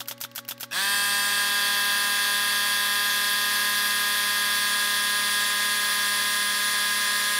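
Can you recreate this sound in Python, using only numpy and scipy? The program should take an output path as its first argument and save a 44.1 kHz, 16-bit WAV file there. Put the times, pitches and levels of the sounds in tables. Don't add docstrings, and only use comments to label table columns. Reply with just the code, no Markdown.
import sys
import numpy as np
from scipy import signal
from scipy.fft import rfft, irfft
from scipy.io import wavfile
from scipy.ndimage import uniform_filter1d

SR = 44100
rng = np.random.default_rng(int(sys.argv[2]) if len(sys.argv) > 2 else 0)


def wav_out(sig):
    wavfile.write(sys.argv[1], SR, np.round(np.clip(np.atleast_2d(sig).T, -1, 1) * 32767).astype(np.int16))


def invert_db(x):
    u = np.asarray(x, float) / 20
    return 10 ** u


N = 325968

# (driver blow [s], nose pressed before [s], piston home after [s],
# blow level [dB], piston return level [dB])
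SHOTS = [
    (-.019, .03, .0238, -31, -28),
    (.0837, .0257, .0278, -31, -29),
    (.2122, .0325, .0258, -31.5, -27.5),
    (.3594, .0447, .0196, -33, -28),
    (.4880, .0377, .0218, -31, -28.5),
    (.608, .0285, .0223, -33.5, -28.5),
]
# (frequency [Hz], density [dB per Hz])
VALVE_TONE = [(180, -53), (300, -25), (1360, -14), (8500, -18), (10900, -16), (12300, -12), (14700, -8),
              (16000, -8)]
# (frequency [Hz], density [dB per Hz])
RETURN_TONE = [(120, -46), (200, -17), (671, -7.5), (2250, -10), (3490, 0), (4200, -6), (6880, -9),
               (9750, -13.5), (11300, -7), (16000, -11.5)]


def level(x, db):
    return x * invert_db(db) / np.sqrt(np.mean(x ** 2))


def coloured(points, peaks=()):
    hz = np.arange(N // 2 + 1) * SR / N + 1
    point_hz, point_db = np.transpose(points)
    db = np.interp(np.log(hz), np.log(point_hz), point_db)
    for centre_hz, width_hz, top_db in peaks:
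        db = db + top_db / (1 + (2 * (hz - centre_hz) / width_hz) ** 2)
    return level(irfft(rfft(rng.standard_normal(N)) * invert_db(db), N), 0)


def walk(rate):
    hold = int(SR / rate)
    steps = np.repeat(rng.standard_normal(N // hold + 1), hold)
    return 1.1 * uniform_filter1d(uniform_filter1d(steps, hold), hold)[:N]


def hits(events, tone, t60, noise_db, modes=(), modes_db=0, rise=0.00013, open_s=1):
    out, noise, t = np.zeros(N), coloured(tone), np.arange(SR // 5) / SR
    port_shut_t60_s = .07
    envelope = (1 - np.exp(-t / rise)) * invert_db(-60 * np.maximum(t - open_s, 0) / port_shut_t60_s)
    for s, db in events:
        i = int(s * SR)
        burst = invert_db(noise_db) * noise[i:i + len(t)] * invert_db(-60 * t / t60)
        for hz, ring_db, ring_s in modes:
            detune, phase = rng.standard_normal(2)
            ring = np.sin(2 * np.pi * hz * (1 + 0.016 * detune) * t + 0.61 * phase)
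            burst = burst + invert_db(modes_db + ring_db - 60 * t / ring_s) * ring
        out[i:i + len(t)] += invert_db(db) * burst * envelope
    return out


def nail_gun():
    # (frequency [Hz], density [dB per Hz])
    nose_tone = [(180, -33), (300, -9), (2030, -4), (3030, 6), (5610, -26), (7570, -15), (11700, -10),
                 (16000, -4)]
    drive_tone = [(59, -68), (100, -38), (1310, -22), (4020, -5), (5900, -13), (9210, -15), (11600, 2),
                  (14100, 2), (16000, -9)]
    exhaust_tone = [(290, -58), (500, -27), (3250, -14.5), (3920, -20), (5970, -13), (6330, -15),
                    (9360, -16.5), (11600, -14), (13600, -8.5), (16000, -22)]
    # (frequency [Hz], level [dB], t60 [s])
    drive_modes = [(1480, -2, 0.019), (13500, -7, .03), (5540, -16, .01)]
    return_modes = [(3320, 0, 0.028), (3740, -4, 0.017), (907, -9.5, 0.032), (2800, -9, 0.027),
                    (1790, 2, 0.005)]
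    bounce_modes = [(1360, 0.9, 0.018), (1470, 0, 0.015), (3450, 0, 0.011)]
    # (frequency [Hz], level [dB], t60 [s])
    crack = [(4800, 13, .0016)]

    drive = [(s, db) for s, _, _, db, _ in SHOTS[1:]]
    nose = [(s - lead, -38.5) for s, lead, *_ in SHOTS[1:]]
    valve = [(s - .0082, -34) for s, _ in drive]
    home = [(s + lag, db) for s, _, lag, _, db in SHOTS]
    bounce = [(s + .0102, db) for s, db in home]

    gun = hits(nose, nose_tone, 0.022, -1.7)
    gun += hits(valve, VALVE_TONE, 0.042, 0.4)
    gun += hits([(s + 0.0018, db) for s, db in valve], exhaust_tone, 0.017, -13, rise=.0005)
    gun += hits(drive, drive_tone, 0.015, 5.8, drive_modes, 0.5)
    gun += hits([(s + 0.0018, db) for s, db in drive], drive_tone, .006, 3.0, rise=.0001)
    gun += hits(drive, drive_tone, .002, -6, crack, 1.5, rise=.00003)
    gun += hits(nose + home, drive_tone, .002, -6, crack, -5, rise=.00003)
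    gun += hits([(0, -43)] + drive, exhaust_tone, 0.13, 1.6, rise=0.00083, open_s=.045)
    gun += hits(home, RETURN_TONE, 0.065, -0.57, return_modes, -0.3)
    gun += hits(home, exhaust_tone, 0.09, -25, rise=.003)
    gun += hits(bounce, RETURN_TONE, 0.037, -7.0, bounce_modes, -0.49, rise=0.00076)
    return gun


def orders(turn, table, wobble_db, drift):
    out = np.zeros(N)
    for k, db in table:
        phase = drift * k ** .5 * walk(30) + 1.81 * rng.standard_normal()
        out += invert_db(db + wobble_db * walk(40)) * np.cos(k * turn + phase)
    return out


def spin_up(t, age):
    # (time [s], shaft speed [Hz])
    speed = [(.9, 202.4), (1.1, 202.8), (1.4, 203.24), (2.2, 203.5), (2.5, 204.2), (3.4, 204.6),
             (3.7, 205.2), (4.3, 204.97), (5.5, 205.2), (5.8, 205.6), (6.1, 205.1), (6.4, 205.4),
             (7.0, 205.56), (7.3, 206.18)]
    gap_hz, closing_s = 78, .045
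    sweep = 1 - gap_hz / speed[0][1] * np.exp(-age / closing_s)
    hz = sweep * np.interp(t, *np.transpose(speed))
    turn = 2 * np.pi * np.cumsum(hz * (1 + 0.00044 * walk(8))) / SR
    return sweep, turn


def run_shift(order, drift, t, early):
    # (multiple of shaft speed, level [dB])
    early_shifts = [(15, -4), (17, -7), (19, -6), (45, 7), (46, -8), (47, -4), (50, -5), (51, -13)]
    mid_run_s = 4
    return drift * (t - mid_run_s) + dict(early_shifts).get(order, 0) * early


def shaft_partials(t, sweep, turn, early):
    # (multiple of shaft speed, level at mid run [dB], drift [dB per s])
    partials = [(1, -19.5, 0.1), (2, -22.0, 0.0), (3, -21.0, -0.1), (4, -21.5, -2.2), (5, -7.0, -0.1),
                (6, -8.5, 0.1), (7, -18.5, -0.5), (8, 1.0, -0.2), (9, -5.0, -0.2), (10, -10.0, 0.8),
                (11, -25.5, 0.4), (12, -17.5, 0.3), (13, -10.5, -1.3), (14, -24.5, 1.6), (15, -12.5, 0.0),
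                (16, -6.0, -0.6), (17, -4.5, -0.2), (18, -14.5, -0.8), (19, -11.0, 0.0), (20, -13.0, 0.4),
                (21, -16.5, -0.7), (22, -12.0, -0.8), (23, -16.0, -2.0), (24, -13.0, -0.8),
                (25, -22.5, 0.3)]
    # (multiple of shaft speed, level [dB])
    belt = [(4.5, -27)]
    k, run_db, _ = np.transpose(partials)
    standstill_db, off_peak_db = -8, -90
    shaft = []
    for n, db, drift in partials:
        resonant_db = np.maximum(np.interp(n * sweep, k, run_db), db + off_peak_db * (1 - sweep))
        shaft.append((n, resonant_db + run_shift(n, drift, t, early) + standstill_db * (1 - sweep)))
    return orders(turn, shaft + belt, .5, 0.085)


def brush_whines(t, sweep, turn, early):
    # (multiple of shaft speed, level at mid run [dB], drift [dB per s])
    partials = [(26, -20.5, 1.1), (27, -18.0, 0.5), (28, -20.0, 0.9), (29, -21.0, 0.7), (33, -21.0, 0.2),
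                (35, -24.0, 2.5), (40, -20.5, 0.9), (43, -21.5, -0.8), (44, -16.0, 1.3), (45, -12.5, 0.4),
                (46, -13.5, 0.3), (47, -17.0, 0.5), (48, -22.0, 0.4), (49, -20.0, 0.5), (50, -12.0, -0.1),
                (51, -10.0, 0.6), (56, -27.0, -1.9), (62, -17.0, -2.1), (63, -15.5, -0.5),
                (64, -21.0, -3.1), (66, -23.5, -0.1), (67, -24.5, 0.9), (69, -23.0, 1.7), (71, -23.5, -0.4)]
    swell_order, swell_s, swell_width_s = 63, 3.7, 1.2
    swell_db = 11 * np.exp(-((t - swell_s) / swell_width_s) ** 2) - 4.0
    whines = []
    for n, db, drift in partials:
        whine_db = db + run_shift(n, drift, t, early) + 1.0 * walk(1.1)
        whines.append((n, whine_db + swell_db * (n == swell_order) - 300 * (1 - sweep)))
    return orders(turn, whines, 1.1, 0.22)


def cooling_air(t, turn, early):
    # (frequency [Hz], density [dB per Hz])
    air_tone = [(59, -49), (100, -41), (210, -19), (328, -34.5), (406, -23), (502, -28), (608, -20.5),
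                (752, -21), (1010, -13), (1520, -13.5), (1650, -4.5), (2320, -10), (3400, -7),
                (6420, -11.5), (16000, -14.5)]
    hiss_tone = [(6500, -19), (8000, 0), (9200, -2), (10200, -7), (11000, -26)]
    # (frequency [Hz], width [Hz], level [dB])
    housing = [(1160, 410, 4), (1712, 210, 5.5), (1980, 50, -6), (3020, 56, -11), (3490, 360, 3.5),
               (4630, 700, 6), (6400, 220, -1.5), (7250, 1050, -8), (9200, 560, 5), (9200, 230, -7),
               (14300, 1500, -6), (11200, 1200, -6.5), (12900, 390, 4.5)]
    throb = 1 + .38 * np.cos(turn) + .12 * np.cos(2 * turn + 1.1)
    air = level(coloured(air_tone, housing) * throb * invert_db(.5 * walk(40)), -3.5)
    late_hiss = .095 + .04 * np.maximum(t - 4, 0)
    return air + level(coloured(hiss_tone), -12.5) * np.maximum(early, late_hiss)


def motor_start():
    # (frequency [Hz], level [dB], t60 [s])
    kick_modes = [(1650, -3, .035), (2620, -3, .04), (5600, -6, .02), (3600, -6, .02)]
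    kick = hits([(.7115, -37), (.7195, -34), (.729, -29.5)], RETURN_TONE, .05, -7, kick_modes, 5)
    return kick + hits([(.709, -42)], VALVE_TONE, 0.052, 0.4)


def compressor():
    t = np.arange(N) / SR
    age = np.maximum(t - .708, 0)
    sweep, turn = spin_up(t, age)
    early = np.clip(1 - (t - 1.42) / .1, 0, 1)
    tones = shaft_partials(t, sweep, turn, early) + brush_whines(t, sweep, turn, early)
    rattle_lines = [(n, 3.5 * rng.standard_normal()) for n in range(30, 76)]
    rattle = level(orders(turn, rattle_lines, 4.8, 0.42), -14.0)
    body = cooling_air(t, turn, early) + invert_db(-4.0) * tones + rattle
    motor_db = -25 - 11 * np.exp(-(age / .038) ** 2)
    return motor_start() + invert_db(motor_db) * body * np.clip(age / 0.028, 0, 1)


def flicker():
    # (time [s], centre frequency [Hz])
    narrow = [(.975, 6600), (1.23, 5900), (1.28, 7100), (2.51, 4700), (2.65, 13100), (3.275, 5200),
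              (3.555, 5200), (4.04, 4700), (5.995, 13100), (6.225, 13800), (6.665, 4700), (6.805, 4700),
              (6.805, 12400), (7.105, 5400)]
    broad = [
        .11,
        .22,
        .61,
    ]
    out, size = np.zeros(N), int(.041 * SR)
    patches = [(s, hz / 1.13, hz * 1.12, -41.5) for s, hz in narrow]
    patches += [(s, 4300, 15500, -48.5) for s in broad]
    for s, low_hz, high_hz, db in patches:
        band = signal.butter(6, [low_hz, high_hz], "band", fs=SR, output="sos")
        hiss = signal.sosfilt(band, rng.standard_normal(2 * size))
        i = int(s * SR) - size // 2
        out[i:i + size] += level(hiss[size:], db) * np.sin(np.pi * np.arange(size) / size)
    return out


def workshop():
    # (frequency [Hz], level [dB rms])
    hum_lines = [(119.8, -59), (239.6, -57), (280.6, -62.5), (359.4, -71.5), (479.5, -72.5), (561.4, -56),
                 (842, -68.5), (1123.5, -62), (1600, -66), (1965, -74)]
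    # (frequency [Hz], density [dB per Hz])
    shop_tone = [(15, -37), (25, -2), (185, -16), (591, -19.5), (818, -36), (1130, 7), (2000, 10),
                 (2690, 1), (4030, 5), (5430, -0.5), (16000, -18)]
    t, hum = np.arange(N) / SR, np.zeros(N)
    for hz, db in hum_lines:
        tone = np.sin(2 * np.pi * hz * t + 9.5 * rng.random())
        hum += np.sqrt(2) * invert_db(db + 1.25 * walk(15)) * tone
    return hum + level(coloured(shop_tone), -60.5)


def scene():
    gun, t = nail_gun(), np.arange(SR // 4) / SR
    tail = signal.lfilter([.3], [1, -1.2, .4], rng.standard_normal(len(t))) * invert_db(-60 * t / 0.34)
    wet = invert_db(-53.5) * signal.fftconvolve(gun, tail)[:N]
    age = np.arange(N) / SR - np.array(SHOTS)[:, :1]
    dip_db = -14 * np.sum(np.exp(-((age - .008) / 0.008) ** 2), axis=0)
    mono = gun + wet + compressor() + invert_db(dip_db) * workshop()
    return mono + np.array([[1], [-1]]) * flicker()


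def band_limit(x):
    return signal.sosfilt(signal.butter(12, 16910, fs=SR, output="sos"), x)


def record(dry):
    hz = np.arange(N // 2 + 1) * SR / N
    soft = rfft(np.tanh(4.14 * dry) / 3.754) * hz / np.hypot(hz, 45)
    stop_hz, slope_hz = 15745, 160
    top_cut = np.sin(np.pi / 2 * np.clip((stop_hz - hz) / slope_hz + .3, 0, 1)) ** 2
    return band_limit(irfft(soft * top_cut, N))


dry = scene()
out = record(dry)
wav_out(out)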